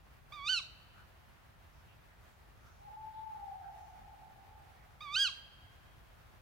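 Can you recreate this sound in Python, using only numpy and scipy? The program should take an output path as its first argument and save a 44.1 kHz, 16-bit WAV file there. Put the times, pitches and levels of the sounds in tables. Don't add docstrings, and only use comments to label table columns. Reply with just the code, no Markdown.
import sys
import numpy as np
from scipy import signal
from scipy.fft import rfft, irfft
from scipy.io import wavfile
from scipy.ndimage import uniform_filter1d

SR = 44100
rng = np.random.default_rng(int(sys.argv[2]) if len(sys.argv) > 2 else 0)


def digitize_waveform(pressure):
    field = np.atleast_2d(pressure).T
    bounded = np.clip(field, -1, 1)
    quanta = np.round(bounded * 32767).astype(np.int16)
    wavfile.write(sys.argv[1], SR, quanta)


N = 282795
TIME = np.arange(N) / SR
FREQS = np.arange(N // 2 + 1) * SR / N


def undb(db):
    return 10 ** (np.asarray(db) / 20)


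def unit(x):
    return x / np.sqrt(np.mean(x ** 2))


def spectrum(points, hz):
    point_hz, db = np.transpose(points)
    return np.interp(np.log(hz + 1), np.log(point_hz), db)


def noise(gain):
    return irfft(rfft(rng.standard_normal(N)) * gain, N)


def band(hz, octaves):
    return np.exp(-.5 * (np.log2((FREQS + 1) / hz) / octaves) ** 2)


def walk(rate_hz):
    return unit(noise(np.exp(-.5 * (FREQS / rate_hz) ** 2)))


def delay(x, seconds):
    return np.interp(TIME - seconds, TIME, x, left=0)


def ramp(start, end):
    return np.clip((TIME - start) / max(end - start, 1 / SR), 0, 1)


def surge(middle, width_s):
    return .5 + .5 * np.tanh((TIME - middle) / width_s)


def soft_gate(start, end, edge_samples=100):
    return uniform_filter1d(1. * ((TIME > start) & (TIME < end)), size=edge_samples)


# frequency in Hz, relative level in dB.
AIR_COLOUR = [(12, -35), (20, -23), (46, -0.5), (65, 0), (141, -7.5), (177, -14), (227, -17.5), (292, -22),
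              (345, -20), (456, -22), (620, -19), (675, -17.5), (1700, -21.5), (7880, -40.5), (15800, -38)]
# frequency in Hz, side minus mid in dB.
AIR_WIDTH = [(30, -26), (65, -11), (130, -0.5), (300, -0.5), (2000, -0.5), (12000, -2)]
def night_air(level_db=-61, rumble_sway_db=1.0, hiss_sway_db=0.93):
    colour = undb(spectrum(AIR_COLOUR, FREQS))
    width = undb(spectrum(AIR_WIDTH, FREQS))
    low = 1 / (1 + (FREQS / 250) ** 2)
    mid, side = 0, 0
    for share, sway_db in ((low, rumble_sway_db * walk(5.3)), (1 - low, hiss_sway_db * walk(9.31))):
        mid += undb(sway_db) * noise(colour * np.sqrt(share))
        side += undb(sway_db) * noise(colour * np.sqrt(share) * width)
    return undb(level_db) * np.array([mid + side, mid - side]) / np.std(mid)


def kewick(start, breaks, top, end, whistle_hz, top_hz, whistle_db, arch_db, swell_db, arch_soft_db):
    crest = start + 0.015
    lift = np.abs(2 * ramp(crest, breaks) - 1) ** 1.18
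    ke_hz = whistle_hz * (1 + .121 * lift - .095 * (1 - ramp(start, crest)))
    ke_db = whistle_db + 2.2 * ramp(start, breaks)
    ke_soft_db = 3.2 + 5.5 * (1 - lift)
    jump_hz, sunk_hz, end_hz = 1.305 * whistle_hz, 1.18 * whistle_hz, 0.88 * whistle_hz
    sunk = end - .026
    climb_left = (1 - ramp(breaks, top)) ** 2.686
    sink = ramp(top, sunk) ** .9
    collapse = ramp(sunk, end)
    below_top_hz = ((top_hz - jump_hz) * climb_left + (top_hz - sunk_hz) * sink
                    + (sunk_hz - end_hz) * collapse)
    wick_db = arch_db + swell_db * np.exp(-np.abs(below_top_hz) / 75) - 2.5 * sink - 12.5 * collapse
    jump = surge(breaks, width_s=0.0071)
    hz = (1 - jump) * ke_hz + jump * (top_hz - below_top_hz)
    push = surge(breaks - .023, width_s=0.023)
    db = (1 - push) * ke_db + push * wick_db
    softness = (1 - push) * ke_soft_db + push * arch_soft_db + 18 * collapse
    return uniform_filter1d(hz, size=180), db, softness, soft_gate(start, end, edge_samples=180)


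# frequency in Hz, gain in dB.
THROAT_RESPONSE = [(1000, -10), (1500, -4.5), (1900, -7), (2300, -5), (3100, 0), (3700, -2.5), (4600, -7),
                   (5300, -21), (6000, -19), (6600, -27), (8000, -31.5), (10000, -45), (14000, -41)]
def shriek(call, jitter=0.00297, shimmer_db=0.7, flutter_db=0.5, rasp_db=-25, rasp_hz=6500, harmonics=7):
    hz, db, softness, gate = kewick(*call)
    phase = 2 * np.pi * np.cumsum(hz * (1 + jitter * walk(270))) / SR
    shared_slope_db = softness + shimmer_db * walk(130)
    voice = np.zeros(N)
    for k in range(1, harmonics + 1):
        loss_db = (shared_slope_db + flutter_db * walk(105)) * np.log2(k)
        voice += undb(spectrum(THROAT_RESPONSE, k * hz) - loss_db) * np.sin(k * phase)
    breath = unit(noise(undb(spectrum(THROAT_RESPONSE, FREQS) / 2) * band(rasp_hz, 0.8)))
    rasp = breath * (1 + .5 * np.sin(phase))
    return gate * undb(db) * (voice + undb(rasp_db - softness) * rasp)


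# start, break, top of the climb and end in seconds,
# whistle and top pitch in Hz, whistle and arch level before the throat in dB, swell at the top in dB,
# arch softness in dB lost per octave of harmonics (negative is brighter).
NEAR_CALLS = [(.322, .484, .529, 0.6116, 1104, 1533, -45, -38.8, 0.7, -6.5),
              (5.007, 5.1571, 5.234, 5.301, 1117, 1630, -43.7, -36.9, 6, -5.1)]
# frequency in Hz, left minus right in dB.
NEAR_PAN = [(1300, -7.5), (3000, -7), (5000, -1)]
def near_owl(bounce=0.9088, bounce_top_hz=3300, trunk_db=-15, branch_db=-11.3, wood_db=-24):
    voice = sum(shriek(call) for call in NEAR_CALLS)
    voice_bins = rfft(voice)
    pan_db = spectrum(NEAR_PAN, FREQS)
    ground = bounce / (1 + (FREQS / bounce_top_hz) ** 4)
    left_bounce_s, right_bounce_s, right_mic_lag_s = 0.0027161, 0.00268, .000018
    turn = -2j * np.pi * FREQS
    left = undb(pan_db / 2) * (1 + ground * np.exp(turn * left_bounce_s))
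    right = undb(-pan_db / 2) * (1 + ground * np.exp(turn * right_bounce_s))
    direct = irfft(voice_bins * np.array([left, right * np.exp(turn * right_mic_lag_s)]), N)
    leaf_tilt_db = 2.0 * np.log2(np.clip(FREQS, 1000, 9000) / 3000)
    bright = irfft(voice_bins * undb(leaf_tilt_db), N)
    branches = trees(bright, t60=0.46, treble_t60=0.32, build_s=0.02038, grain=0.35)
    wood = trees(voice, t60=1.94, treble_t60=0.81, build_s=0.078, grain=0.74)
    return direct + undb(trunk_db) * trunks(bright) + undb(branch_db) * branches + undb(wood_db) * wood


def trunks(x, first_s=.006, last_s=.05, count=9):
    lags = rng.uniform(first_s, last_s, (2, count))
    return np.array([sum(np.roll(x, int(lag * SR)) for lag in mic) for mic in lags]) / np.sqrt(count)


def trees(x, t60, treble_t60, build_s, grain):
    treble = np.clip(np.log2((FREQS + 1) / 1500) / 2, 0, 1)
    out = []
    for mic in range(2):
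        echoes = rfft(rng.standard_normal(N) * np.exp(grain * rng.standard_normal(N)))
        tail = sum(irfft(echoes * share, N) * np.exp(-np.log(1000) * TIME / decay_s)
                   for share, decay_s in ((1 - treble, t60), (treble, treble_t60)))
        tail *= 1 - np.exp(-(TIME / build_s) ** 2)
        out.append(signal.fftconvolve(x, tail / np.sqrt(np.sum(tail ** 2)))[:N])
    return np.array(out)


# peak time and length in seconds, centre in Hz, peak level in dB.
FAINT_RUSTLES = [(0.999, 0.07005, 1420, -63), (1.77, 0.086, 5520, -80), (1.913, 0.056, 2800, -69),
                 (2.126, 0.065, 1780, -71), (2.307, 0.17, 7050, -82), (2.68, 0.097, 1351, -67.5),
                 (2.707, 0.18, 5840, -77.5), (3.18, 0.073, 3600, -73.5), (3.381, .04, 1190, -67),
                 (3.67, 0.0678, 1500, -65.5), (3.843, 0.21, 6100, -79.5), (4.811, .07, 2033, -69.5)]
def rustles(octaves=0.2):
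    out = np.zeros((2, N))
    for peak_s, length_s, hz, db in FAINT_RUSTLES:
        swell = undb(db) * np.exp(-2 * ((TIME - peak_s) / length_s) ** 2)
        out += swell * np.array([unit(noise(band(hz, octaves))) for mic in range(2)])
    return out


def hoot(start_s=2.76, length_s=.96, held_hz=878, level_db=-48.5, waver=0.0035):
    scoop_hz, fall_hz_per_s, fade_db_per_s = 115, 410, 67
    attack_s, scoop_s, fall_after_s, fade_after_s = .11, .19, .42, .67
    age = TIME - start_s
    scoop = (1 - ramp(start_s, start_s + scoop_s)) ** 2
    hz = held_hz - scoop_hz * scoop - fall_hz_per_s * np.clip(age - fall_after_s, 0, length_s)
    db = level_db - fade_db_per_s * np.maximum(age - fade_after_s, 0)
    gain = undb(db) * ramp(start_s, start_s + attack_s) * soft_gate(start_s, start_s + length_s)
    phase = 2 * np.pi * np.cumsum(hz * (1 + waver * walk(24.2))) / SR
    return gain * np.sqrt(2) * np.sin(phase)


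def far_owl(right_mic_lag_s=0.00065, direct_db=-6, scatter_db=-4, wood_db=-7):
    voice = hoot()
    direct = undb(direct_db) * np.array([voice, delay(voice, right_mic_lag_s)])
    slope_echo = undb(-8) * delay(voice, seconds=0.1)
    edge_echo = undb(-17) * delay(voice, seconds=1.2)
    scatter = trees(voice + edge_echo, t60=0.92, treble_t60=0.82, build_s=0.036, grain=0.5)
    wood = trees(voice, t60=3.8693, treble_t60=0.88, build_s=0.075, grain=0.6191)
    return direct + slope_echo + undb(scatter_db) * scatter + undb(wood_db) * wood


def scene():
    return near_owl() + far_owl() + rustles() + night_air()


def record(dry):
    return signal.sosfilt(signal.ellip(10, .1, 70, 15800, fs=SR, output="sos"), dry)


dry = scene()
out = record(dry)
digitize_waveform(out)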